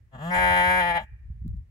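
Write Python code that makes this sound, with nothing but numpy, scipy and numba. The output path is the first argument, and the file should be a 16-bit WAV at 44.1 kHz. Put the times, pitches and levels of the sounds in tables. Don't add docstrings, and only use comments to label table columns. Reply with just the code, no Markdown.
import sys
import numpy as np
from scipy import signal
from scipy.fft import rfft, irfft
from scipy.io import wavfile
from scipy.ndimage import uniform_filter1d
from numba import njit

SR = 44100
rng = np.random.default_rng(int(sys.argv[2]) if len(sys.argv) > 2 else 0)


def waveform_to_disk(signal):
    frames = np.transpose(np.atleast_2d(signal))
    scaled = np.clip(frames, -1, 1) * 32767
    samples = np.round(scaled).astype(np.int16)
    wavfile.write(sys.argv[1], SR, samples)


N = 74970

# time in seconds, pitch in Hz.
FOLD_PITCH = [(.15, 133), (.178, 110), (.2, 141), (.25, 167), (.3, 177), (.344, 181.3), (.366, 175.9),
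              (.382, 182), (.472, 179.4), (.57, 179.5), (.606, 177.8), (.67, 180.6), (.794, 181.8),
              (.816, 174.5), (.844, 173), (.866, 175.8), (.906, 173.3), (.924, 169), (.95, 172.6),
              (.978, 171), (1.02, 128)]
# time in seconds, level in dB.
VOCAL_EFFORT = [(.11, -47), (.136, -18), (.156, -13.5), (.17, -21), (.19, -16.5), (.213, -9), (.27, -4.5),
                (.34, 0.5), (.37, -1), (.42, 0), (.6, 0.48), (.79, -0.18), (.85, -3.5), (.905, -2.5),
                (.933, -7.5), (.955, -3), (.975, -2.5), (.99, -12), (1.015, -15.5), (1.05, -41),
                (1.075, -58.5)]
WAVER_SHARE, WAVER_DB, WAVER_RATE_HZ = .002, .25, 60
# time in seconds, depth from 0 to 1.
RATTLE_DEPTH = [(.335, 0), (.39, .5), (.46, .7), (.51, .85), (.56, .65), (.605, .65), (.635, .06),
                (.8, .05)]
SWING_SHARE, SWING_S = .3, .000036
# time in seconds, roughness from 0 to 1.
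ROUGHNESS = [(.14, .33), (.178, .55), (.21, .17), (.335, .1), (.365, .25), (.41, .12), (.6, .13),
             (.65, .11), (.78, .11), (.85, .14), (.965, .14), (.992, .85)]
JITTER_S, SHIMMER_DB, PUFF_DB = .0007, 3.5, -5
PUFF_DECAY_CYCLES = .5
# time in seconds, share from 0 to 1.
MOUTH_OPENING = [(.303, 0), (.31, .5), (.335, .7), (.385, 1), (.978, 1), (1.015, .42)]
# frequency in Hz, gain in dB.
ORAL_TRACT = [(90, -55.5), (178, -38), (265, -55.5), (360, -46.5), (450, -45.5), (540, -35), (630, -27),
              (720, -29.5), (810, -22.5), (890, -25), (1060, -45.5), (1260, -36), (1350, -37),
              (1450, -34.5), (1540, -39), (1620, -27), (1730, -34), (1810, -28), (1965, -27.5), (2090, -34),
              (2170, -34), (2260, -31.5), (2370, -33), (2560, -54), (2720, -48.5), (3100, -43.5),
              (3450, -54), (3800, -54), (3980, -56), (4150, -65), (4680, -70.5), (5100, -63.5),
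              (6200, -93.5), (9000, -84), (16000, -100)]
# frequency in Hz, gain in dB.
NASAL_TRACT = [(70, -48.5), (125, -29.5), (175, -29), (225, -27.5), (290, -53), (360, -54), (520, -45.5),
               (660, -35), (870, -41), (1030, -49.5), (1190, -39.5), (1400, -44.5), (1850, -45),
               (2130, -59), (2350, -70), (2750, -54.5), (3300, -54.5), (4100, -72), (5800, -84),
               (7200, -66), (8500, -83.5), (16000, -84)]
# frequency in Hz, gain in dB.
EDGE_COLOUR = [(2500, -100), (5500, -72.5), (8200, -74), (9300, -68), (9900, -55), (10900, -57),
               (12200, -67.5), (13200, -74), (14700, -72.5), (16000, -76.5)]
EDGE_EXPONENT, EDGE_T60_S, EDGE_DIRECT_DB, EDGE_AIR_DB = 2.2, .014, -5, -9
# time in seconds, gain in dB.
TWANG_GAIN = [(.31, -22), (.345, 1), (.42, 0), (.55, 3.5), (.79, -1), (.82, 5), (.85, 1), (.9, 3.5),
              (.935, 0), (.99, 7)]
TWANG_BAND_HZ = (2550, 4400)
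# time in seconds, centre in Hz, gain in dB.
LIP_RESONANCE = [(.305, 5400, -80), (.315, 5500, -62.5), (.333, 6230, -66.5), (.352, 7500, -55),
                 (.41, 7400, -69.5)]
LIP_WIDTH_HZ = 430.
# time in seconds, level in dB.
HISS_LEVEL = [(.11, -99), (.15, -87), (.25, -54.5), (.36, -65), (.4, -61), (.95, -76.5), (1, -62.5),
              (1.04, -63.5), (1.075, -100)]
# frequency in Hz, relative level in dB.
HISS_SPECTRUM = [(150, -5.5), (300, 14), (600, -3.5), (1200, -11), (3000, 8.5), (4400, -11), (6200, -7.5),
                 (7200, 2), (8500, -14), (10500, -5.5), (16000, -15.5)]
GROUND_PATHS = [(.0013, .52), (.0034, .48)]
GROUND_TOP_HZ = 9000
# frequency in Hz, left minus right in dB, left lead in radians.
PORT_RESPONSE = [(180, 1, .3), (540, 2, .5), (720, 5, 1.6), (890, 3, .5), (1080, -6, 0), (1260, 6, 2.1),
                 (1440, 1, 2.3), (1625, 2, -2), (1720, 3, 0), (1810, 3, 2.9), (1950, 7, -2.1),
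                 (2170, 21, -1.3), (2345, 5, 2.2), (2450, -4, -.9), (2710, 9, .8), (2890, 6, 2.1),
                 (3070, -5, 2.7), (3250, -6, -.5), (3430, 8, -2.1), (3750, 4, -2.4), (3980, -1, -.6),
                 (5100, 0, 0), (7000, 6, 1), (10000, 0, .6)]
# frequency in Hz, gain in dB.
SCATTER_COLOUR = [(200, -6), (2000, 0), (4000, 4), (7000, 7), (10000, 5)]
SCATTER_T60_S, SCATTER_DB = .06, -13
# frequency in Hz, gain in dB.
PEN_COLOUR = [(150, -15.5), (700, -19), (870, -14), (1000, -12.5), (1500, -5), (1740, 5.5), (2100, -10.5),
              (2500, 10.5), (3200, -15.5), (8000, -16)]
PEN_T60_S, PEN_DB, PEN_DELAY_S = .79, -30.5, .042
# time in seconds, level in dB.
BUFFET_LEVEL = [(0, -50), (.1, -56), (.27, -49), (.32, -57.5), (.38, -30), (.52, -40.5), (.96, -42.5),
                (1.005, -52), (1.044, -43), (1.072, -56.5), (1.14, -40), (1.19, -51.5), (1.29, -41),
                (1.38, -41.5), (1.51, -30.5), (1.61, -36.5), (1.65, -52)]
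# frequency in Hz, relative level in dB.
BUFFET_SPECTRUM = [(15, -30), (33, -16.5), (55, 6.5), (80, -5.5), (120, -8), (180, -23), (260, -39.5),
                   (400, -62.5), (1000, -83.5)]
# start in seconds, pitch in Hz, level in dB, decay time in seconds.
HANDLING_BUMPS = [(0.502, 82, -21.5, 0.015), (0.677, 77.8, -24, 0.022), (1.301, 71, -21.5, 0.013),
                  (1.419, 70, -24.5, 0.014), (1.447, 185, -30, 0.015), (1.46, 170.8, -16.5, 0.0069),
                  (1.486, 58, -17.5, 0.024), (1.543, 154, -31, 0.0081)]
BUMP_RISE_S = .0034
# start in seconds, level in dB.
STRAW_TICKS = [(1.479, -48), (1.568, -63)]
TICK_DECAY_S = .0013
# frequency in Hz, relative level in dB.
STRAW_SPECTRUM = [(400, 8), (2500, -10.5), (3800, -1), (5500, -6.5), (10000, -3), (16000, 0)]
# frequency in Hz, relative level in dB.
YARD_SPECTRUM = [(100, 12), (400, 4), (900, -5.5), (1400, -6), (1900, 1), (2600, -8.5), (3600, -14.5),
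                 (16000, -21.5)]
YARD_DB, TOP_HZ = -72.5, 15750


def bleat(t):
    folds, edge = vocal_folds(t)
    sounding = (t > VOCAL_EFFORT[0][0]) * (t < VOCAL_EFFORT[-1][0])
    push = undb(curve(VOCAL_EFFORT, t) + WAVER_DB * wander(WAVER_RATE_HZ)) * sounding
    mouth = curve(MOUTH_OPENING, t)
    oral = twang(colour(folds * push * mouth, ORAL_TRACT), t)
    nasal = colour(folds * push * (1 - mouth), NASAL_TRACT)
    treble = colour(edge * push ** EDGE_EXPONENT * mouth, EDGE_COLOUR)
    return oral + nasal + lips(folds, t) + treble


def vocal_folds(t):
    hz = curve(FOLD_PITCH, t) * (1 + WAVER_SHARE * wander(WAVER_RATE_HZ))
    phase = np.cumsum(hz) / SR
    cycle = np.arange(1, int(phase[-1]))
    onsets = np.interp(cycle, phase, t)
    air, edge_air = rng.standard_normal((2, N))
    jitter, shimmer = rng.standard_normal((N // 100, 2))[cycle].T
    swing = curve(RATTLE_DEPTH, onsets) * (-1) ** cycle
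    rough = curve(ROUGHNESS, onsets)
    times = onsets + SWING_S * swing + JITTER_S * rough ** 2 * jitter
    sizes = (1 + SWING_SHARE * swing) * undb(SHIMMER_DB * rough * shimmer)
    pulses = -clicks(times, sizes)
    puff = np.exp(-(phase % 1) / PUFF_DECAY_CYCLES)
    puff *= np.sqrt(hz / SR / np.mean(puff ** 2))
    folds = pulses + undb(PUFF_DB) * curve(ROUGHNESS, t) * puff * air
    ringing = undb(EDGE_DIRECT_DB) * pulses + echoes(pulses, t, EDGE_T60_S)[0]
    edge = ringing + undb(EDGE_AIR_DB) * puff * edge_air
    per_harmonic = SR / hz / np.sqrt(2)
    return folds * per_harmonic, edge * per_harmonic


def twang(x, t):
    band = signal.sosfiltfilt(signal.butter(4, TWANG_BAND_HZ, "bandpass", fs=SR, output="sos"), x)
    return x + band * (undb(curve(TWANG_GAIN, t)) - 1)


def lips(folds, t):
    times, hz, db = np.array(LIP_RESONANCE).T
    drive = folds * undb(np.interp(t, times, db)) * (t > times[0]) * (t < times[-1])
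    return resonate(drive, np.interp(t, times, hz), LIP_WIDTH_HZ)


def hiss(t):
    flowing = (t > HISS_LEVEL[0][0]) * (t < HISS_LEVEL[-1][0])
    return undb(curve(HISS_LEVEL, t)) * flowing * noise(HISS_SPECTRUM)


def ground_smear(x):
    hz = np.fft.rfftfreq(2 * N, 1 / SR)
    spectrum = rfft(x, 2 * N)
    for delay, share in GROUND_PATHS:
        loop = np.exp(-2j * np.pi * hz * delay)
        feedback = share / (1 + (hz / GROUND_TOP_HZ) ** 4)
        spectrum = spectrum * (loop - feedback) / (1 - feedback * loop)
    lag = int(SR * sum(delay for delay, _ in GROUND_PATHS))
    return np.roll(irfft(spectrum), -lag)[:N]


def ports(x):
    hz = np.fft.rfftfreq(2 * N, 1 / SR)
    centres, _, radians = np.array(PORT_RESPONSE).T
    ratio = undb(across(PORT_RESPONSE, hz))
    lead = across(np.c_[centres, np.unwrap(radians)], hz)
    pair = np.array([ratio, np.exp(-1j * lead)]) * np.sqrt(2 / (1 + ratio ** 2))
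    return irfft(rfft(x, 2 * N) * pair)[:, :N]


def pen(voice, t):
    delayed = np.interp(t - PEN_DELAY_S, t, colour(voice, PEN_COLOUR))
    ring = undb(PEN_DB) * echoes(delayed, t, PEN_T60_S)
    early = undb(SCATTER_DB) * echoes(colour(voice, SCATTER_COLOUR), t, SCATTER_T60_S)
    return ring + early


def buffeting(t):
    mid, side = noise(BUFFET_SPECTRUM), noise(BUFFET_SPECTRUM)
    return undb(curve(BUFFET_LEVEL, t)) * (mid + undb(-13) * side * np.array([[1], [-1]]))


def bumps(t):
    out = 0
    for start, hz, db, decay in HANDLING_BUMPS:
        age = np.maximum(t - start, 0)
        rise = 1 - np.exp(-(age / BUMP_RISE_S) ** 2)
        out = out + undb(db) * rise * np.exp(-age / decay) * np.sin(2 * np.pi * hz * age)
    return out


def straw(t):
    snaps = sum(undb(db) * (t > start) * np.exp(-np.abs(t - start) / TICK_DECAY_S)
                for start, db in STRAW_TICKS)
    return snaps * np.array([noise(STRAW_SPECTRUM), noise(STRAW_SPECTRUM)])


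def yard_air():
    return undb(YARD_DB) * np.array([noise(YARD_SPECTRUM), noise(YARD_SPECTRUM)])


def undb(db):
    return 10 ** (np.asarray(db) / 20)


def curve(table, t):
    return np.interp(t, *np.array(table).T)


def across(table, hz):
    rows = np.array(table, float)
    return np.interp(np.log(hz + 1), np.log(rows[:, 0]), rows[:, 1])


def colour(x, table, size=8192):
    gain = undb(across(table, np.fft.rfftfreq(size, 1 / SR)))
    cepstrum = irfft(np.log(gain))
    cepstrum[1:size // 2] *= 2
    cepstrum[size // 2 + 1:] = 0
    return signal.fftconvolve(x, irfft(np.exp(rfft(cepstrum))))[:N]


def noise(table):
    x = colour(rng.standard_normal(N), table)
    return x / x.std()


def wander(rate):
    hold = int(SR / rate)
    steps = np.repeat(rng.standard_normal(N // hold + 1), hold)
    return 1.7 * uniform_filter1d(steps, hold)[:N]


def clicks(times, sizes, order=8):
    at = times[:, None] * SR
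    taps = at.astype(int) + np.arange(1 - order, order + 1)
    shape = np.sinc(taps - at) * np.cos(np.pi * (taps - at) / (2 * order)) ** 2
    return np.bincount(np.clip(taps, 0, N - 1).ravel(), (sizes[:, None] * shape).ravel(), N)


@njit
def resonate(x, hz, width):
    y, band, low = np.empty(len(x)), 0., 0.
    for i in range(len(x)):
        g, damping = np.tan(np.pi * hz[i] / SR), width / hz[i]
        v = (band + g * (x[i] - low)) / (1 + g * (g + damping))
        band, low, y[i] = 2 * v - band, low + 2 * g * v, damping * v
    return y


def echoes(x, t, t60):
    tail = rng.standard_normal((2, N)) * np.exp(-np.log(1000) * t / t60)
    return signal.fftconvolve(x[None], tail / np.linalg.norm(tail[0]), axes=1)[:, :N]


def scene():
    t = np.arange(N) / SR
    voice = bleat(t) + hiss(t)
    reflections = pen(voice, t)
    yard = yard_air()
    return ports(ground_smear(voice)) + reflections + buffeting(t) + bumps(t) + straw(t) + yard


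def record(dry):
    return signal.sosfilt(signal.ellip(10, .1, 90, TOP_HZ, fs=SR, output="sos"), dry)


dry = scene()
out = record(dry)
waveform_to_disk(out)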